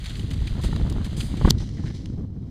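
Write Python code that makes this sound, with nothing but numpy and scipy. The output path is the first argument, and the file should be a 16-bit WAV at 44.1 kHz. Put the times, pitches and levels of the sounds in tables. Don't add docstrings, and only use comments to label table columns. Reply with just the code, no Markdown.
import sys
import numpy as np
from scipy import signal
from scipy.fft import rfft, irfft, next_fast_len
from scipy.io import wavfile
from scipy.ndimage import uniform_filter1d, map_coordinates

SR = 44100
rng = np.random.default_rng(int(sys.argv[2]) if len(sys.argv) > 2 else 0)


def put_to_file(sound):
    columns = np.atleast_2d(sound).T
    safe = np.clip(columns, -1, 1)
    whole_steps = np.round(safe * 32767)
    wavfile.write(sys.argv[1], SR, whole_steps.astype(np.int16))


N = 110250

# time_s, level_db
GUST_LEVEL = [(0, -32), (.3, -30.5), (.38, -24), (.57, -30.5), (.66, -28.5), (.95, -24), (1.1, -30),
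              (1.39, -28), (1.48, -21), (1.68, -33.5), (1.8, -31.5), (2.0, -34.5), (2.23, -33.5),
              (2.5, -37)]
RUMBLE_LEVEL = [(0, -41), (.14, -39), (.2, -30.5), (.42, -32), (.5, -37), (.57, -30.5), (.85, -27.5),
                (1.12, -33.5), (1.2, -26.5), (1.29, -35.5), (1.47, -27), (1.69, -35), (1.85, -29),
                (2.0, -36.5), (2.22, -30), (2.31, -39.5), (2.39, -33), (2.5, -38)]
FLUTTER_LEVEL = [(0, -60), (.5, -51.5), (.58, -41), (.7, -50.5), (.8, -42), (.98, -41.5), (1.13, -48.5),
                 (1.45, -46.5), (1.7, -66), (1.85, -50), (2.0, -65.5), (2.22, -63.5), (2.33, -67)]
# centre_s, half_length_s, push_db, puff_db
EDDY_HITS = [(0.423, 0.0037, -13, -45), (0.525, 0.0071, -16.5, -60), (.59, 0.0032, -16, -41),
             (0.646, 0.0028, -25, -31), (0.666, 0.0049, -15, -52), (0.731, 0.002, -16.5, -25.5),
             (0.765, 0.00087, -34, -29.5), (0.837, 0.0046, -10.5, -47), (0.984, 0.0022, -40, -32),
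             (1.342, 0.0015, -15, -30.5), (1.4143, 0.00061, -23, -22.5), (1.421, 0.0015, -20, -28.5),
             (1.4502, 0.0018, -4, -18.5), (1.4542, 0.0032, -4.5, -16), (1.4769, 0.0008, -9.5, -14.5),
             (1.4822, 0.0033, -27, -18), (1.488, 0.0016, -15.5, -26), (1.5075, 0.0016, -7.5, -20.5),
             (1.5515, 0.0024, -13, -42), (1.606, 0.003, -17, -38.5), (1.626, 0.0071, -24, -40),
             (1.84, 0.0012, -32, -35.5), (1.846, 0.0022, -18, -39), (2.102, 0.0012, -18.5, -45),
             (2.21, 0.0011, -21, -45)]
# start_s, level_db
CONTACTS = [(0.3066, -31), (0.9, -34), (.926, -29), (1.5012, -30.5), (1.5055, -12), (1.5073, 3)]
# start_s, length_s, body_db, fizz_db
NEAR_SURGES = [(0.041, 0.0097, -38, -48), (0.057, 0.013, -36.5, -57), (0.093, 0.025, -42, -56),
               (0.155, 0.007, -39.5, -86), (0.165, 0.063, -54, -53.5), (0.194, 0.0046, -38, -66),
               (0.309, 0.012, -37.5, -48.5), (0.334, 0.0094, -38.5, -51.5), (0.47, 0.01, -36, -68),
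               (0.613, 0.066, -51, -49), (0.634, 0.036, -39, -44.5), (0.761, 0.0041, -31.5, -74),
               (0.897, 0.007, -41, -38.5), (1.043, 0.025, -40.5, -47.5), (1.165, 0.12, -46, -44),
               (1.202, 0.016, -34.5, -40.5), (1.369, 0.012, -40, -58)]
# time_s, pitch_hz, pocket_db
HOOF_SLAPS = [(.061, 3300, -36), (.157, 3400, -33), (.197, 4000, -34), (.476, 2800, -31.5),
              (1.21, 3300, -27.5)]
# start_s, length_s, slosh_db, spray_db
FAR_SPLASHES = [(1.581, 0.0067, -67, -42), (1.596, 0.065, -73, -50.5), (1.689, 0.007, -73, -43.5),
                (1.767, 0.042, -53, -73), (1.857, 0.032, -45, -57), (1.9, 0.018, -48.5, -65),
                (1.943, 0.038, -75, -51.5), (2.057, 0.0037, -52, -36.5)]
# time_s, level_db
RUSTLE_LEVEL = [(0, -50.5), (.08, -46), (.27, -51), (.5, -48.5), (.58, -51), (.72, -47), (.85, -51),
                (1.0, -52), (1.13, -48.5), (1.23, -58), (1.31, -50), (1.42, -47), (1.5, -38.5), (1.53, -56),
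                (1.6, -78)]
SPRAY_LEVEL = [(1.45, -83), (1.51, -66), (1.565, -60), (1.605, -48.5), (1.66, -55.5), (1.76, -56.5),
               (1.82, -56.5), (1.87, -51), (1.92, -56.5), (1.96, -54), (2.06, -60.5), (2.2, -67),
               (2.3, -75.5), (2.5, -69)]
# time_s, gain_db
GROUND_GAIN = [(2.02, -16), (2.14, -11.5)]
# freq_hz, side_over_mid_db
WATER_WIDTH = [(3000, -91), (6000, -18), (8500, -3), (11000, -11.5), (14000, -6)]
# freq_hz, relative_db
GUST_SPECTRUM = [(15, -18), (30, 2), (80, 1.5), (140, -8), (350, -52), (3000, -120)]
RUMBLE_SPECTRUM = [(60, -12), (120, 0), (190, -2.5), (300, -11.5), (420, -21), (600, -31.5), (1200, -44),
                   (6000, -75)]
PUFF_SPECTRUM = [(100, -4), (300, 13), (450, -5.5), (630, -4), (830, -2), (1100, -5), (1400, -8.5),
                 (1800, -13), (2800, -33), (5500, -59.5), (12000, -90.5)]
KNOCK_SPECTRUM = [(300, -6.5), (2400, -24.5), (2750, -22), (3100, -7), (3700, -3.5), (4900, -1),
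                  (6200, -10.5), (6800, -7.5), (7600, -10), (8400, -23), (10000, -18.5), (11300, -16.5),
                  (14000, -18), (15500, -49.5)]
RUSTLE_SPECTRUM = [(300, -12), (800, -6.5), (2000, -1), (2500, -5), (3100, 2), (4000, 1.5), (5000, -4),
                   (5350, -17), (5650, -13), (6050, -8.5), (9400, -12.5), (11500, -24), (14000, -21)]
FIZZ_SPECTRUM = [(2000, -29), (4900, 4), (5450, -14), (6200, -3), (8000, -3), (9500, -0.5), (11500, -17),
                 (13000, -13), (14200, -12.5)]
SLOSH_SPECTRUM = [(400, -27), (1000, -22), (1500, 5.5), (1950, 10), (2600, -3), (4000, -3), (8000, -33.5),
                  (14000, -57)]
SPRAY_SPECTRUM = [(300, -10), (1000, -12), (1900, -2), (2650, -6), (3150, -0.5), (4200, 1.5), (5900, -1),
                  (6900, -8), (8000, -10.5), (10000, -17), (11500, -26.5), (14000, -26.5)]
AIR_SPECTRUM = [(100, 4), (700, -14), (2000, -29), (5000, -35), (9000, -42), (14000, -33)]

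WASH_TRIM_DB, WATER_TOP_HZ = -0.6, 14300


def wind():
    gusts = steady(noise(GUST_SPECTRUM))
    rumble = steady(noise(RUMBLE_SPECTRUM) * amp(4 * wobble(knots_per_s=45)))
    flutter = unit(noise(PUFF_SPECTRUM) * np.abs(rumble) ** 1.12)
    return gain(GUST_LEVEL) * gusts + gain(RUMBLE_LEVEL) * rumble + gain(FLUTTER_LEVEL) * flutter


def buffets():
    out, puff = np.zeros(N), noise(PUFF_SPECTRUM)
    for centre_s, half_length_s, push_db, puff_db in EDDY_HITS:
        offset = (clock() - centre_s) / half_length_s
        push = -np.sin(np.pi / 2 * offset) * np.exp(-(offset / 1.91) ** 2)
        out += amp(push_db) * push + amp(puff_db) * puff * np.exp(-offset ** 2 / 2)
    return out


def knocks(scrape_end_s=1.507, scrape_rise_s=.0042, scrape_db=-18.5):
    blows = np.zeros(N)
    for start_s, level_db in CONTACTS:
        blows[round(start_s * SR)] += amp(level_db)
    lead_s = scrape_end_s - clock()
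    swell = (lead_s > 0) * np.exp(-np.abs(lead_s) / scrape_rise_s)
    scrape = amp(scrape_db) * swell * noise(KNOCK_SPECTRUM)
    return signal.fftconvolve(blows, impulse(KNOCK_SPECTRUM))[:N] + scrape


def rustle():
    body_power, fizz_power = gain(RUSTLE_LEVEL) ** 2, np.zeros(N)
    for start_s, length_s, body_db, fizz_db in NEAR_SURGES:
        shape = surge(start_s, length_s)
        body_power += (amp(body_db) * shape) ** 2
        fizz_power += (amp(fizz_db) * shape) ** 2
    wash = amp(WASH_TRIM_DB) * np.sqrt(body_power) * patter(RUSTLE_SPECTRUM, grain_db=2)
    fizz = np.sqrt(fizz_power) * patter(FIZZ_SPECTRUM, grain_db=1.5)
    return wash + fizz + droplets(body_power, RUSTLE_SPECTRUM, relative_db=-6)


def hoof_slaps(scatter_s=.003, max_detune=.35):
    out = np.zeros(N)
    for time_s, pitch_hz, pocket_db in HOOF_SLAPS:
        for delay, detune in rng.uniform(-1, 1, size=(6, 2)):
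            age_s = clock() - time_s - scatter_s * delay
            out += amp(pocket_db) * bubble(pitch_hz * (1 + max_detune * detune), age_s)
    return out


def droplets(water_power, spectrum, relative_db, drops_per_s=1500, low_hz=1854, high_hz=7800):
    start, pitch, size = rng.random((int(drops_per_s * N / SR), 3)).T
    age_s = np.arange(400) / SR
    pitch_hz = low_hz * (high_hz / low_hz) ** pitch[:, None]
    rings = amp(24 * size[:, None]) * bubble(pitch_hz, age_s)
    indices = (start[:, None] * N).astype(int) + np.arange(len(age_s))
    drops = np.bincount(indices.ravel(), rings.ravel(), N)[:N]
    return amp(relative_db) * np.sqrt(water_power) * unit(water_colour(drops, spectrum))


def bubble(pitch_hz, age_s, decay_cycles=3.9):
    cycles = np.maximum(age_s, 0) * pitch_hz
    return np.sin(2 * np.pi * cycles) * np.exp(-cycles / decay_cycles) * (1 - np.exp(-cycles))


def distant_spray(ground_delay_s=.00098):
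    slosh_power, spray_power = np.zeros(N), gain(SPRAY_LEVEL) ** 2
    for start_s, length_s, slosh_db, spray_db in FAR_SPLASHES:
        shape = surge(start_s, length_s)
        slosh_power += (amp(slosh_db) * shape) ** 2
        spray_power += (amp(spray_db) * shape) ** 2
    slosh = np.sqrt(slosh_power) * patter(SLOSH_SPECTRUM, grain_db=-4)
    wash = amp(WASH_TRIM_DB) * np.sqrt(spray_power) * patter(SPRAY_SPECTRUM, grain_db=2)
    water = slosh + wash + droplets(spray_power, SPRAY_SPECTRUM, relative_db=-7)
    reflection = filtered(water, lambda hz: np.exp(-2j * np.pi * hz * ground_delay_s))
    return water + gain(GROUND_GAIN) * reflection


def still_air(level_db=-65.5):
    return amp(level_db) * noise(AIR_SPECTRUM)


def surge(start_s, length_s, attack_s=.0018):
    age_s = np.maximum(clock() - start_s, 0)
    return (1 - np.exp(-age_s / attack_s)) * np.exp(-(age_s / length_s) ** 2)


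def patter(spectrum, grain_db):
    grains = rng.standard_normal((2, N)) * amp(grain_db * wobble(knots_per_s=900))
    mid, side = water_colour(grains, spectrum)
    side = filtered(side, lambda hz: response(WATER_WIDTH, hz))
    return unit(np.array([mid + side, mid - side]))


def water_colour(x, spectrum):
    return filtered(x, lambda hz: response(spectrum, hz) * (hz < WATER_TOP_HZ))


def noise(spectrum):
    return unit(filtered(rng.standard_normal(N), lambda hz: response(spectrum, hz)))


def impulse(spectrum, size=2048):
    cepstrum = irfft(np.log(response(spectrum, np.fft.rfftfreq(size, 1 / SR))))
    cepstrum[1:size // 2] *= 2
    cepstrum[size // 2 + 1:] = 0
    click = irfft(np.exp(rfft(cepstrum)))
    return click / np.abs(click).max()


def filtered(x, gain_at_hz):
    size = next_fast_len(N + SR // 4)
    return irfft(rfft(x, size) * gain_at_hz(np.fft.rfftfreq(size, 1 / SR)), size)[..., :N]


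def response(spectrum, hz):
    freq_hz, level_db = np.transpose(spectrum)
    return amp(np.interp(np.log(hz + 1), np.log(freq_hz + 1), level_db))


def gain(envelope):
    return amp(np.interp(clock(), *np.transpose(envelope)))


def wobble(knots_per_s):
    return map_coordinates(rng.standard_normal(N // 10), [clock() * knots_per_s + 2])


def steady(x):
    return x / np.sqrt(np.abs(uniform_filter1d(x ** 2, size=2400)) + 1e-9)


def unit(x):
    return x / np.sqrt(np.mean(x ** 2) + 1e-20)


def amp(db):
    return 10 ** (np.asarray(db) / 20)


def clock():
    return np.arange(N) / SR


def scene():
    return wind() + buffets() + knocks() + still_air() + rustle() + hoof_slaps() + distant_spray()


def record(dry, ceiling=.88, cutoff_hz=14800):
    limited = dry / (1 + (dry / ceiling) ** 10) ** (1 / 10)
    return filtered(limited, lambda hz: 1 / np.sqrt(1 + (hz / cutoff_hz) ** 110))


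dry = scene()
out = record(dry)
put_to_file(out)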